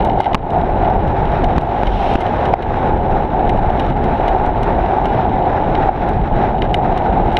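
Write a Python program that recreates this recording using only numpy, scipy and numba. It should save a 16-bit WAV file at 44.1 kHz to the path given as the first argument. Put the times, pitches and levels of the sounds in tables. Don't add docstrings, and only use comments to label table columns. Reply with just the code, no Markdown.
import sys
import numpy as np
from scipy import signal
from scipy.fft import rfft, irfft
from scipy.io import wavfile
from scipy.ndimage import map_coordinates
from numba import njit

SR = 44100
rng = np.random.default_rng(int(sys.argv[2]) if len(sys.argv) > 2 else 0)


def store_wav(level_fs):
    pcm = np.round(np.clip(np.atleast_2d(level_fs), -1, 1) * 32767)
    wavfile.write(sys.argv[1], SR, pcm.T.astype(np.int16))


N = 325899

# f/Hz, relative level/dB
SNAP_SPECTRUM = [(1200, -5.5), (2000, 1.5), (3900, 5.5), (4800, 0), (6000, 2), (7600, -7.5), (9300, -3.5),
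                 (10600, -10), (12000, -12), (15000, -32.5)]
# f/Hz, energy share/dB, t60/s
PART_MODES = [(1530, -9, 0.011), (2108, -3.5, 0.018), (2430, -9.5, 0.029), (2924, -11, 0.026),
              (2920, -2.5, 0.0024), (3724, -9, 0.018), (5480, -27.5, 0.017), (9100, -36.5, .014)]


def wind(eddies, gusts_per_s=10, gust_db=1):
    # t/s, level/dB
    gusts = [(0.0, -18.5), (0.12, -17), (0.24, -27), (0.32, -22.5), (0.38, -16), (0.76, -17.5), (1.56, -16),
             (1.64, -20.5), (1.76, -20), (2.58, -18), (2.76, -16), (2.88, -16.5), (3.0, -19), (3.12, -14.5),
             (3.36, -20), (3.48, -14), (3.78, -19.5), (3.9, -16), (3.98, -16.5), (4.38, -18.5), (4.74, -17),
             (4.98, -20), (5.24, -15.5), (5.4, -17.5), (6.84, -16.5), (7.06, -19.5), (7.2, -11.5),
             (7.39, -19)]
    # f/Hz, relative level/dB
    buffet_spectrum = [(11, -36.5), (18, 1), (38, 1), (65, -2.5), (151, -6.5), (245, -9), (370, -13.5),
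                       (416, -11), (518, -17.5), (600, -21.5), (780, -49), (1320, -120)]
    level_db = curves(gusts)[0] + gust_db * wobble(gusts_per_s)
    lumps = amp(.5 * eddies + .6 * wobble(45))
    return amp(level_db) * unit(lumps * noise(buffet_spectrum))


def rattle(level_db, eddies, drone_hz=735, drone_q=6, waver_db=1.5):
    # f/Hz, relative level/dB
    housing_spectrum = [(180, -29.5), (300, -11), (371, -2.5), (416, -8), (487, -10.5), (520, -4),
                        (600, -6), (700, 0.96), (785, 1), (865, 0.5), (1050, -16), (1150, -22), (1500, -47),
                        (2530, -120)]
    # t/s, lift/dB
    drone_lift = [(0, -0.5), (.3, -0.5), (.6, 0), (3.3, -1), (3.6, 1.5), (5.2, 0.5), (5.6, 1.5),
                  (7.39, 0.5)]
    blows = impacts(rate=480, spread_db=3)
    body = unit(coloured(blows + rng.standard_normal(N), housing_spectrum))
    drone = signal.lfilter(*signal.iirpeak(drone_hz, drone_q, fs=SR), body)
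    lift_db = curves(drone_lift)[0] + waver_db * wobble(12)
    return amp(level_db + 0.5 * eddies) * (body + (amp(lift_db) - 1) * drone)


def knocks(upper_ratio=1.86, upper_db=-25, tail_db=-15, tail_t60=0.046):
    # t/s, peak level/dB, swell and fade time/s, f/Hz
    hits = [(.178, -7, 0.0032, 720), (.205, 2, .0022, 780), (.215, -7, 0.0026, 740), (.262, -9, .003, 700),
            (.2695, -3, 0.0042, 830), (.279, -6, 0.0036, 720), (0.346, 0, 0.00083, 1010),
            (.3518, 2.5, 0.00075, 850), (.572, -10, 0.0033, 780), (.772, -7.5, 0.0024, 800),
            (1.582, -3.5, 0.0013, 850), (1.834, -4, 0.0017, 800), (2.010, -6.5, 0.0047, 790),
            (2.1555, -2.5, 0.002, 705), (2.540, 11.5, .0016, 770), (3.348, -7, 0.0029, 760),
            (3.529, -8, 0.0034, 740), (3.705, -3, 0.0022, 730), (4.319, -8.5, 0.0038, 740),
            (4.355, -6, .0034, 780), (4.476, -5, 0.002, 760), (4.936, -3, .002, 780),
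            (5.058, -5.5, 0.0032, 750), (5.609, -11, 0.0022, 780), (5.874, -13, .002, 780),
            (5.8935, 4.5, 0.0031, 780), (6.055, -6, 0.0024, 760), (6.38, -7, 0.0021, 780)]
    out, t = np.zeros(N), np.arange(-SR // 25, SR // 15) / SR
    for s, db, width, hz in hits:
        tone = np.cos(2 * np.pi * hz * t) + amp(upper_db) * np.sin(2 * np.pi * upper_ratio * hz * t)
        blow = 1 / np.cosh(np.clip(2 * t / width, -20, 20))
        tail = (t > 0) * amp(tail_db - 60 * np.abs(t) / tail_t60)
        add(out, s + t[0], amp(db) * np.maximum(blow, tail) * tone)
    return out


def pops(push_s=0.0015):
    # t/s, push level/dB, crack level/dB
    jolts = [(0.3466, 4, 4.5), (0.3512, -3.5, 6), (1.582, 0, -6), (1.5849, -8.5, -10), (1.834, -7, -7.5),
             (2.155, 1, -4.5), (2.158, 2, -6), (3.905, -7, -31), (5.7492, -12, -14)]
    # f/Hz, relative level/dB
    crack_spectrum = [(200, -14.5), (900, 9.5), (1500, 4.5), (2600, 0), (3600, -10.5), (4500, -18),
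                      (8000, -37.5), (14000, -37.5)]
    out, u = np.zeros(N), np.arange(SR // 25) / SR / push_s
    push_pull = u * u * (2 - u) * np.exp(2 - 2 * u)
    for s, db, _ in jolts:
        add(out, s - push_s / 2, amp(db) * push_pull)
    times, _, crack_db = np.transpose(jolts)
    return out + coloured(bursts(times - .0005, crack_db, t60=.007, rise_s=.0001), crack_spectrum)


def rush(level_db, eddies, grain_db=-7):
    # f/Hz, relative level/dB
    rush_spectrum = [(700, -39.5), (1050, 0.5), (1500, 0.5), (1900, -5.5), (2650, -12.5), (2950, -18.5),
                     (3450, -19), (3900, -19.5), (4500, -34.5), (5500, -35), (7400, -49), (9200, -49.5),
                     (10800, -58.5), (14000, -84)]
    flutter = amp(1.7 * eddies + 1.1 * wobble(160))
    drive = rng.standard_normal(N) + amp(grain_db) * impacts(rate=980, spread_db=4.0)
    return amp(level_db) * unit(flutter * coloured(drive, rush_spectrum))


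def surge(first_stroke_s=.305, stroke_db=0.61, patches_per_s=9, patch_db=0.59):
    # t/s, rate/Hz
    cadence = [(3.4, 2.8), (3.7, 3.53), (5.9, 3.53), (6.2, 2.7)]
    rate, = curves(cadence)
    strokes = np.cumsum(rate) / SR - first_stroke_s * rate[0]
    return stroke_db * np.cos(2 * np.pi * strokes) + patch_db * wobble(patches_per_s)


def ticks(snap_t60=0.016, scrape=2.5):
    # t/s, relative snap level/dB, clack level/dB, chatter length/s, tilt/(dB per octave)
    contacts = [(0.048, -37, -26, 0.0025, -3), (0.095, -57, -26.5, 0.0053, -1),
                (0.2025, -36.5, -17.5, 0.0082, -13), (0.243, -50, -21, 0.0032, -2),
                (0.257, -66, -19, 0.01, -10), (0.331, -53, -23, 0.0034, 3), (0.504, -46, -29, 0.0036, 7),
                (0.613, -66.5, -30.5, 0.0028, 5), (0.847, -63, -22.5, .012, -9), (0.9, -49, -37, .003, 2),
                (1.077, -50, -31, 0.0025, -3), (1.254, -52, -28, 0.004, 2), (1.318, -53, -31, 0.0038, 4),
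                (1.441, -40, -19.5, .006, -1), (1.562, -48, -32, 0.0038, 2), (1.611, -42.5, -32, 0.0024, 8),
                (1.857, -49, -29, 0.0027, 0), (1.869, -46, -16.5, 0.008, -8), (2.136, -41, -27, 0.0035, 0),
                (2.205, -38.5, -16, 0.019, -14), (2.265, -47, -21, 0.0038, -1),
                (2.454, -45, -23.5, .008, 0), (2.623, -42, -19, 0.0071, -2), (3.493, -41, -18, 0.0049, -5),
                (3.5738, -50.5, -28.5, 0.0024, -6), (3.591, -49, -33, .001, -2),
                (3.702, -50, -32, 0.00091, -2), (3.796, -42, -21.5, 0.0086, 4), (3.864, -48, -32, 0.001, 0),
                (3.902, -50, -33, .001, 0), (4.04, -44, -29, .003, -4), (4.152, -52, -37, .001, 1),
                (4.179, -54, -32, .002, -2), (4.28, -40, -18.5, 0.0065, -8), (4.46, -47, -32, .004, 5),
                (4.63, -39.5, -26, 0.0053, 1), (4.86, -54, -29.5, .003, 2), (5.056, -42, -22.5, .003, -1),
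                (5.752, -50, -18.5, 0.002, -5), (6.089, -42, -36, 0.0012, 14),
                (6.217, -54, -43, 0.0034, -2), (6.6203, -46, -14.5, .002, -2),
                (6.7424, -33, -9.5, 0.0028, 0), (6.9755, -41, -30, 0.003, 14),
                (7.3265, -48, -32, 0.0026, 4), (7.369, -32, -8, 0.00065, 2)]
    times, snap_db, _, chatter, _ = np.transpose(contacts)
    snaps = bursts(times, snap_db + 3.5, t60=snap_t60 + scrape * chatter, rise_s=.0005)
    out = coloured(snaps, SNAP_SPECTRUM)
    for s, _, db, chatter_s, tilt_db in contacts:
        add(out, s, amp(db) * clack(chatter_s, tilt_db))
    return out


def clack(chatter_s, tilt_db, count=4, detune=.015, loose_s=0.0055, rebound_fade_db=-2.5):
    modes = ring(detune)
    looseness = min(chatter_s / loose_s, 1)
    for fraction in (np.arange(count) + rng.random(count)) / count:
        strength = looseness * amp(rebound_fade_db * fraction)
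        for mode, rebound in zip(modes, ring(detune)):
            add(mode, fraction * chatter_s, strength * rebound)
    return voiced(modes, tilt_db)


def ring(detune, rise_s=0.00049):
    t = np.arange(SR // 12) / SR
    hz, _, t60 = np.transpose(PART_MODES)[:, :, None]
    hz = hz * (1 + detune * rng.standard_normal(hz.shape))
    attack = (1 - np.exp(-t / rise_s)) ** 2
    return attack * amp(-60 * t / t60) * np.sin(2 * np.pi * hz * t)


def voiced(modes, tilt_db):
    hz, share_db, _ = np.transpose(PART_MODES)
    octaves = np.clip(np.log2(hz / np.median(hz)) + .2, -.5, .5)
    gains = amp(share_db + tilt_db * octaves) / np.linalg.norm(modes, axis=1)
    return np.sqrt(SR / 1000) * gains @ modes


def car(closest_s=2.084, approach_s=0.15, leave_s=0.16, peak_db=-31.5):
    # f/Hz, relative level/dB
    tyre_spectrum = [(500, -17.5), (1100, 10), (2000, 1.5), (3000, 4.5), (3900, -3), (4600, -15.5),
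                     (5600, -15), (7800, -33.5), (9300, -24.5), (11000, -40), (15000, -48.5)]
    t = np.arange(N) / SR - closest_s
    distance = np.hypot(1, t / np.where(t < 0, approach_s, leave_s))
    return amp(peak_db) / distance ** 1.5 * noise(tyre_spectrum)


def wake(centre_s=1.9, width_s=0.11, peak_db=-18):
    # f/Hz, relative level/dB
    boom_spectrum = [(18, -24), (32, -7), (42, 5), (55, -16.5), (100, -39), (400, -120)]
    t = np.arange(N) / SR - centre_s
    return amp(peak_db) * np.exp(-.5 * (t / width_s) ** 2) * noise(boom_spectrum)


def jangle(grit_count=45):
    # t/s, level/dB
    chatter_levels = [(0, -41), (.1, -42), (.16, -48.5), (.21, -39), (.265, -38), (.3, -51), (.36, -42),
                      (.5, -49.5), (3.75, -49), (3.81, -43), (3.95, -50), (4.3, -44), (4.7, -51),
                      (5.13, -46), (5.3, -49), (7.39, -46.5)]
    level_db, = curves(chatter_levels)
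    blows = impacts(rate=260, spread_db=6.5)
    chatter = unit(signal.fftconvolve(blows, voiced(ring(detune=0), tilt_db=0))[:N])
    when, size = rng.random((grit_count, 2)).T
    grit = bursts(when * N / SR, -59 + 8 * size, t60=0.014, rise_s=.0003)
    return amp(level_db) * chatter + coloured(grit, SNAP_SPECTRUM)


def amp(db):
    return 10 ** (np.asarray(db) / 20)


def unit(x):
    return x / np.sqrt(np.mean(x ** 2) + 1e-20)


def curves(rows):
    times, *columns = np.transpose(rows)
    return [np.interp(np.arange(N) / SR, times, column) for column in columns]


def wobble(rate):
    return map_coordinates(rng.standard_normal(int(N * rate / SR) + 4), [np.arange(N) * rate / SR])


def coloured(x, spectrum, size=16384):
    hz, db = np.transpose(spectrum)
    grid = np.fft.rfftfreq(size, 1 / SR)
    gain = amp(np.interp(np.log(grid + 1), np.log(hz + 1), db))
    cepstrum = irfft(np.log(gain + 1e-6))
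    cepstrum[1:size // 2] *= 2
    cepstrum[size // 2 + 1:] = 0
    response = irfft(np.exp(rfft(cepstrum)))
    return signal.fftconvolve(x, response / np.linalg.norm(response))[:N]


def noise(spectrum):
    return unit(coloured(rng.standard_normal(N), spectrum))


def impacts(rate, spread_db):
    hit = rng.random(N) < rate / SR
    size = amp(spread_db * np.clip(rng.standard_normal(N), -2, 2))
    return unit(hit * size * rng.choice([-1, 1], N))


def bursts(times, levels_db, t60, rise_s):
    envelope, t = np.zeros(N), np.arange(SR // 10) / SR
    for s, db, life in np.broadcast(times, levels_db, t60):
        add(envelope, s, amp(db - 60 * t / life) * (1 - np.exp(-t / rise_s)))
    return envelope * rng.choice([-1, 1], N)


def add(track, s, sound):
    part = track[max(round(s * SR), 0):][:len(sound)]
    part += sound[:len(part)]


@njit
def ducking(excess, attack, release):
    cut, out = 0., np.zeros(len(excess))
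    for i in range(len(excess)):
        cut = cut + attack * (excess[i] - cut) if excess[i] > cut else max(cut - release, 0.)
        out[i] = cut
    return out


def scene():
    # t/s, rattle level/dB, rush level/dB
    road = [(0.0, -14.5, -32), (0.15, -17.5, -38), (0.31, -19.5, -36.5), (0.45, -18, -34.5),
            (0.56, -14.5, -32), (0.68, -18.5, -34.5), (0.84, -15, -29.5), (0.98, -20, -36),
            (1.14, -17, -31.5), (1.82, -17, -32), (1.95, -22, -39), (2.08, -15.5, -31.5),
            (2.42, -14.5, -27), (2.52, -14.5, -33), (2.62, -13, -26.5), (2.8, -15.5, -27),
            (3.0, -17, -36.5), (3.16, -18.5, -29), (3.28, -19.5, -36), (3.42, -17, -34.5),
            (3.78, -17.5, -29.5), (3.9, -21, -34.5), (4.26, -16, -29.5), (4.98, -16.5, -31.5),
            (5.17, -15.5, -28.5), (5.28, -19, -34), (5.42, -16.5, -32), (5.88, -16, -28.5),
            (6.26, -21.5, -35), (6.44, -16.5, -29.5), (6.56, -19.5, -34.5), (7.2, -15.5, -31.5),
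            (7.39, -17.5, -29.5)]
    rattle_db, rush_db = curves(road)
    eddies, surge_db = wobble(35), surge()
    riding = wind(eddies) + rattle(rattle_db + surge_db, eddies) + rush(rush_db + surge_db, eddies)
    return (riding + car() + jangle() + ticks() + knocks() + pops() + wake())[None]


def record(dry, ceiling_db=-6.0, attack_s=0.00092, release_db_per_s=42, top_hz=14500):
    excess_db = 20 * np.log10(np.abs(dry[0]) + 1e-9) - ceiling_db
    cut_db = ducking(excess_db, min(1 / (attack_s * SR), 1), release_db_per_s / SR)
    levelled = dry * amp(-cut_db)
    clipped = levelled / (1 + levelled ** 8) ** (1 / 8)
    return signal.sosfilt(signal.butter(16, top_hz, fs=SR, output="sos"), clipped)


dry = scene()
out = record(dry)
store_wav(out)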